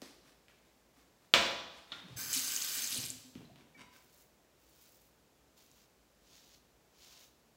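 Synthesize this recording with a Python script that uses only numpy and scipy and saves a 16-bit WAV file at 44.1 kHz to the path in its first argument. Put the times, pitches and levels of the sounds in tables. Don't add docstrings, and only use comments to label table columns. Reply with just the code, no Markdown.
import sys
import numpy as np
from scipy import signal
from scipy.fft import rfft, irfft, next_fast_len
from scipy.io import wavfile
from scipy.ndimage import map_coordinates

SR = 44100
rng = np.random.default_rng(int(sys.argv[2]) if len(sys.argv) > 2 else 0)


def transcribe(signal):
    frames = np.atleast_2d(signal).T
    limited = np.clip(frames, -1, 1)
    pcm = np.round(limited * 32767).astype(np.int16)
    wavfile.write(sys.argv[1], SR, pcm)


N = 333396


# f/Hz, level/dB
JET_TONE = [(150, -24), (400, -19), (900, -16.5), (1150, -11), (1600, -8.5), (3700, -11.5), (5000, -4),
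            (6400, -9), (8700, -14), (11000, -7.5), (15500, -6)]
# f/Hz, width/Hz, level/dB
SPOUT_NOTES = [(1536, 92, -11.5), (2360, 55, -11.5), (3000, 60, -15), (4950, 130, -9.5), (6330, 68, 0),
               (7330, 50, -5.5), (7880, 210, -10)]
# t/s, level/dB
SPRAY_BURSTS = [(2.331, -38.5), (2.909, -43.5)]
# f/Hz, level/dB
SPRAY_TONE = [(530, -45), (900, -19), (1750, -26), (1980, -16.5), (2860, -4.5), (3500, -4.5), (4600, -1),
              (5840, -2), (7410, 0), (9510, -2), (15500, -8.5)]
# t/s, level/dB, f/Hz
BIG_DROPS = [(2.331, -19, 7100), (2.3624, -26, 6540), (2.5548, -25, 7250), (2.5634, -18, 6350),
             (2.6227, -23.5, 6560), (2.647, -25, 12000), (2.754, -30, 13100), (2.8428, -24, 6000),
             (2.8746, -24, 6800), (3.1029, -24.5, 7100)]
def tap():
    hiss = coloured(grains(rate=9000, spread_db=5), JET_TONE)
    song = resonate(rng.standard_normal(N), SPOUT_NOTES)
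    jet = flow() * amp(1.36 * wobble(25)) * (amp(-42) * hiss + amp(-47) * song)
    razor_in_jet = envelope(start=2.331, end=3.1, rise_s=0.003, fade_s=0.06)
    impact = amp(-43.5) * flow() ** 0.216 * razor_in_jet
    impact += swells(SPRAY_BURSTS, rise_s=0.003, fade_s=0.368)
    flicker = amp(0.64 * wobble(45))
    spray = coloured(droplets(rate=2000, spread_db=5, cycles=15.6), SPRAY_TONE)
    drops = pings([(s, db, hz, 12 / hz, 0.2) for s, db, hz in BIG_DROPS], rise=0.094)
    return room(jet, wet_db=-4.5) + room(impact * flicker * spray + drops, wet_db=-5.5)


def flow():
    return envelope(start=2.174, end=2.835, rise_s=0.013, fade_s=0.9)


# t/s, level/dB
TRAP_SLOSHES = [(2.07, -59), (2.26, -81), (3.0, -54.5), (3.42, -60.5), (3.6, -70.5), (3.82, -64)]
# f/Hz, width/Hz, level/dB
TRAP_NOTES = [(76, 19, -3.5), (136, 63, -3), (252, 54, 3.5), (454, 560, -9.5)]
# t/s, level/dB, f/Hz, life/s,
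# glide/octaves per life
AIR_POCKETS = [(2.038, -49.5, 196, 0.092, -0.84), (2.108, -46.5, 126, 0.064, 0),
               (2.155, -46.5, 117, 0.059, 0.14), (2.361, -43.5, 265.5, 0.059, .1),
               (2.958, -51, 243.6, 0.099, 0.083), (2.982, -43.5, 114, 0.06, 0.24),
               (3.035, -50, 117, 0.038, 0.32), (3.1, -57.5, 259.4, .17, -0.13),
               (3.24, -61, 256, 0.18, -0.014), (3.453, -59, 4000, 0.0075, 0), (3.495, -61, 650, .068, 0.62),
               (3.515, -48.5, 139, 0.055, .1), (3.744, -57.5, 2300, 0.096, -0.053),
               (3.749, -59, 1815, 0.041, 0.039)]
# t/s, level/dB
AIR_GULPS = [(3.598, -62), (3.788, -56.5), (3.816, -54.5), (3.935, -67), (3.963, -65.5)]
# f/Hz, width/Hz, level/dB
PIPE_NOTES = [(280.6, 120, -11), (975.6, 83, 4.5), (1545, 99, 2.5), (2160, 150, 3), (2900, 430, -4.5),
              (3740, 120, -2.5), (4670, 180, -7), (5600, 310, -7), (7730, 3000, -18)]
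def drain():
    stir = amp(-63.5) * flow() + swells(TRAP_SLOSHES, rise_s=0.11, fade_s=0.82)
    churn = stir * resonate(grains(rate=400, spread_db=0), TRAP_NOTES)
    glugs = pings(AIR_POCKETS, rise=0.05) * amp(2.3 * wobble(70))
    suction = swells(AIR_GULPS, rise_s=0.018, fade_s=0.12)
    gurgle = suction * resonate(grains(rate=650, spread_db=3), PIPE_NOTES)
    return churn + room(glugs, wet_db=-3.5) + room(gurgle, wet_db=-3.5)


# t/s, level/dB
BRUSH_HIT = [(1.339, 8)]
# f/Hz, level/dB
THUD_TONE = [(30, -54), (45, -28.5), (68, -3.5), (110, -15.5), (200, -5), (400, -8), (520, -0.5), (800, -7),
             (1100, -3), (2300, -3), (3800, -4.5), (5500, -10.5), (8000, -16), (9500, -28), (15500, -30.5)]
# f/Hz, relative level/dB, time to fade by 60 dB/s
COUNTER_NOTES = [(343, -10.5, .6), (542, -7.5, 0.6), (677, -7.5, .85), (823, -13.5, 0.99),
                 (993, -6.5, 0.79), (1152, -11, 0.86), (1364, -6.5, 0.49), (1794, -8, .35),
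                 (1997, -10, 0.49), (2287, -1.5, 0.552), (2455, -7.5, 0.82), (2859, -6, 0.71),
                 (3060, -10, 0.62), (3163, -15, .7), (3430, -5, 0.83), (3550, -7.5, .6), (3845, -7, 0.5505),
                 (3891, -12, .6), (4520, -13.5, .6), (5684, -15.5, 0.78)]
def brush_knock():
    t = np.arange(SR) / SR
    notes = sum(amp(db) * np.exp(-np.log(1000) * t / fade_s) * np.sin(2 * np.pi * (hz * t + rng.random()))
                for hz, db, fade_s in COUNTER_NOTES)
    ring = amp(-38) * strike(BRUSH_HIT, notes)
    crack = amp(-10.5) * strike(BRUSH_HIT, ping(hz=3265, life=0.0013, glide=0, rise=0.08))
    edge = amp(-36) * strike(BRUSH_HIT, ping(hz=11400, life=0.0025, glide=0, rise=0.087))
    thud = amp(-8) * strike(BRUSH_HIT, blow(THUD_TONE))
    crack = room(crack, wet_db=-8.5, early_db=4, early_s=0.04)
    return edge + crack + room(thud, wet_db=6.5, early_db=-6) + ring


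# pressed down t/s, lifted t/s, time to land/s, rasp level/dB, crackle level/dB,
# extra pressure midway/dB, crackle gained from start to end/dB
RAZOR_STROKES = [(3.935, 4.217, .035, -71, -67, -3, 6.5), (4.62, 5.067, .06, -78, -70.5, 3.5, 3.5),
                 (5.578, 5.836, 0.023, -69, -70.5, -2.5, -7), (6.354, 6.55, 0.19, -63.5, -70.5, -3, 1),
                 (7.051, 7.244, 0.17, -60.5, -66.5, -1, 4.5)]
# f/Hz, level/dB
RASP_TONE = [(700, -9), (1900, -9.5), (2700, -3.5), (4500, -1.5), (6700, -3), (8300, -14.5), (15000, -19.5)]
# f/Hz, level/dB
CRACKLE_TONE = [(2500, -20), (7000, -2), (9000, -6.5), (13000, -2.5), (15500, 1)]
# t/s, level/dB, f/Hz
HAIR_SNAPS = [(4.8623, -50, 6820), (5.6638, -52, 5840), (5.7153, -44.5, 6460), (7.029, -54, 5530),
              (7.079, -51, 6270), (7.2044, -56, 5430)]
def razor():
    bite_db = 1.5
    drag, cutting = np.zeros((2, N))
    for start, end, landing, rasp_db, crackle_db, midway_db, gained_db in RAZOR_STROKES:
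        travel = np.clip((np.arange(N) / SR - start) / (end - start), 0, 1)
        pressure = envelope(start, end, landing, fade_s=0.28) * amp(midway_db * np.sin(np.pi * travel) ** 2)
        drag += amp(rasp_db + bite_db * (0.5 - travel)) * pressure ** 1.7
        cutting += amp(crackle_db + gained_db * (travel - 0.5)) * pressure
    rasp = drag * amp(0.65 * wobble(32)) * coloured(grains(rate=5000, spread_db=3), RASP_TONE)
    crackle = cutting * amp(1.2 * wobble(40)) * coloured(grains(rate=1400, spread_db=3.5), CRACKLE_TONE)
    snaps = pings([(s, db, hz, 4 / hz, 0) for s, db, hz in HAIR_SNAPS], rise=0.05)
    return room(rasp + crackle + snaps, wet_db=-10)


# t/s, level/dB
FINGER_RUBS = [(1.78, -59), (1.96, -60), (2.14, -63)]
# f/Hz, level/dB
RUB_TONE = [(200, -9), (800, -2.5), (1600, -7.5), (3500, -4), (7000, -14.5), (15500, -29.5)]
# f/Hz, level/dB
CLICK_TONE = [(100, -6), (270, -3), (420, -11), (1100, -4.5), (1480, -1), (2000, -2), (2900, -3), (3600, 1),
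              (4300, -15), (4900, -10), (7000, -19), (10000, -40), (15500, -35)]
# f/Hz, level/dB, life/s
METAL_NOTES = [(1403, -53.5, 0.17), (3440, -38.5, 0.02), (3670, -31.5, 0.013), (3880, -46, .01),
               (4240, -42, 0.022)]
def tap_handle():
    stop_s, click_db = 1.9195, -26
    fingers = swells(FINGER_RUBS, rise_s=0.09, fade_s=0.64)
    rub = fingers * coloured(grains(rate=3700, spread_db=1), RUB_TONE)
    click = strike([(stop_s, click_db)], blow(CLICK_TONE))
    clink = pings([(stop_s, db, hz, life, 0) for hz, db, life in METAL_NOTES], rise=0.033)
    return rub + room(click, wet_db=9, early_db=-4) + room(clink, wet_db=-6.5)


# t/s, level/dB, time to swell/s
BRUSH_SWISHES = [(0.021, -58.5, 0.0073), (.06, -64, 0.014), (.28, -65.5, 0.055), (.5, -71, .02),
                 (.68, -76, .1), (.99, -67.5, .06), (1.25, -72, .1)]
# f/Hz, level/dB
LATHER_TONE = [(120, -45.5), (200, -13), (273, 0), (315, -11), (358, -6.5), (957, -12), (1230, -10),
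               (4840, -15.5), (15500, -27.5)]
def brush():
    push = sum(amp(db) * envelope(s, s, rise_s, fade_s=0.45) for s, db, rise_s in BRUSH_SWISHES)
    return room(push * coloured(grains(rate=2600, spread_db=2.5), LATHER_TONE), wet_db=-8)


# t/s, level/dB, f/Hz
SMALL_TICKS = [(0.0189, -32, 4570), (0.4834, -44.5, 2508), (3.3536, -40, 2800), (3.559, -44, 2970)]
# t/s, level/dB, f/Hz
HAND_BUMPS = [(.02, -42.5, 633), (.023, -41, 302), (2.961, -46, 444), (3.356, -39, 248),
              (3.375, -42, 151.7)]
def ticks_and_bumps():
    ticks = pings([(s, db, hz, 3 / hz, 0) for s, db, hz in SMALL_TICKS], rise=0.0126)
    bumps = pings([(s, db, hz, 3 / hz, 0) for s, db, hz in HAND_BUMPS], rise=0.13)
    return room(ticks, wet_db=3.5, early_db=-9, early_s=0.051) + room(bumps, wet_db=-5)


# f/Hz, level/dB
AIR_TONE = [(20, -41.5), (35, -20), (55, 3), (70, -4), (91, -10.5), (126, -6), (209, -7), (313, -7.5),
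            (480, -8), (700, -11.5), (1170, -16.5), (3000, -21), (7500, -23), (8800, -28), (15500, -27.5)]
def ventilation():
    return amp(-68.5) * coloured(rng.standard_normal(N), AIR_TONE)


# f/Hz, time to fade by 60 dB/s
TILE_ECHO = [(80, 0.85), (250, 0.88), (700, 0.95), (2500, 0.72), (3800, 0.86), (5500, 0.77), (8000, 0.56),
             (12000, 0.59)]
def room(x, wet_db, early_db=-4, early_s=0.088):
    hz, t, noise = signal.stft(rng.standard_normal(SR), SR, nperseg=256)
    fading = np.exp(-np.log(1000) * t / along(TILE_ECHO, hz)[:, None])
    tail = signal.istft(noise * fading, SR, nperseg=256)[1]
    t = np.arange(len(tail)) / SR
    early = rng.standard_normal(len(t)) * (rng.random(len(t)) < 0.04)
    early *= np.exp(-np.log(1000) * t / early_s)
    echoes = (tail / np.linalg.norm(tail) + amp(early_db) * early / np.linalg.norm(early)) * (t > 0.001)
    return x + amp(wet_db) * signal.fftconvolve(x, echoes)[:N]


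def droplets(rate, spread_db, cycles, size=64):
    when, pitch, strength = rng.random((int(rate * N / SR), 3)).T[..., None]
    turns = 1500 * 10 ** pitch * np.arange(size) / SR
    peak = amp(-spread_db * np.log(strength + 0.04)) * 10 ** (pitch / 2)
    drop = peak * np.exp(-np.log(100) * turns / cycles) * np.sin(2 * np.pi * turns)
    samples = (when * N).astype(int) + np.arange(size)
    return unit(np.bincount(samples.ravel(), drop.ravel(), N)[:N])


def grains(rate, spread_db):
    spikes = (rng.random(N) < rate / SR) * rng.choice([-1, 1], N)
    return unit(spikes * amp(spread_db * np.minimum(rng.exponential(size=N), 4)))


def ping(hz, life, glide, rise):
    t = np.arange(int(2 * life * SR)) / SR
    shape = np.exp(-np.log(100) * t / life) * (1 - np.exp(-t / (rise * life))) ** 2
    return shape / shape.max() * np.sin(2 * np.pi * np.cumsum(hz * 2 ** (glide * t / life)) / SR)


def pings(rows, rise):
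    out = np.zeros(N + SR)
    for s, db, hz, life, glide in rows:
        note = amp(db) * ping(hz, life, glide, rise)
        out[max(round(s * SR), 0):][:len(note)] += note
    return out[:N]


def strike(rows, sound):
    s, db = np.transpose(rows)
    spikes = np.bincount(np.round(s * SR).astype(int), amp(db), N)[:N]
    return signal.fftconvolve(spikes, sound)[:N]


def blow(tone, size=4096):
    cepstrum = irfft(np.log(amp(along(tone, np.fft.rfftfreq(size, 1 / SR)))))
    pulse = irfft(np.exp(rfft(2 * cepstrum[:size // 2], size)))
    return pulse / np.linalg.norm(pulse)


def envelope(start, end, rise_s, fade_s):
    t = np.arange(N) / SR
    rising = np.clip(1 + (t - start) / rise_s, 0, 1)
    return rising * np.exp(-np.log(1000) * np.clip((t - end) / fade_s, 0, 10))


def swells(rows, rise_s, fade_s):
    return sum(amp(db) * envelope(s, s, rise_s, fade_s) for s, db in rows)


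def wobble(rate):
    steps = np.arange(0, N + 64, 64)
    points = rng.standard_normal(int(N * rate / SR) + 4)
    return np.interp(np.arange(N), steps, map_coordinates(points, [steps * rate / SR]))


def resonate(x, notes):
    def response(f):
        return sum((-1) ** k * amp(db) * 1j * f * width / (hz * hz - f * f + 1j * f * width)
                   for k, (hz, width, db) in enumerate(notes))
    return unit(filtered(x, response))


def coloured(x, tone):
    return unit(filtered(x, lambda hz: amp(along(tone, hz))))


def filtered(x, response):
    size = next_fast_len(N + SR // 2)
    return irfft(rfft(x, size) * response(np.fft.rfftfreq(size, 1 / SR)), size)[:N]


def along(points, hz):
    f, values = np.transpose(points)
    return np.interp(np.log(hz + 1), np.log(f), values)


def amp(db):
    return 10 ** (np.asarray(db) / 20)


def unit(x):
    return x / np.sqrt(np.mean(x ** 2) + 1e-20)


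def scene():
    mono = brush() + brush_knock() + tap_handle() + ticks_and_bumps()
    mono = mono + tap() + drain() + razor() + ventilation()
    return np.array([mono, mono])


def record(dry):
    bass_hz, top_hz = 28, 15800
    def response(hz):
        return (hz < top_hz) * (1j * hz / (1j * hz + bass_hz)) ** 2
    return np.array([filtered(channel, response) for channel in dry])


dry = scene()
out = record(dry)
transcribe(out)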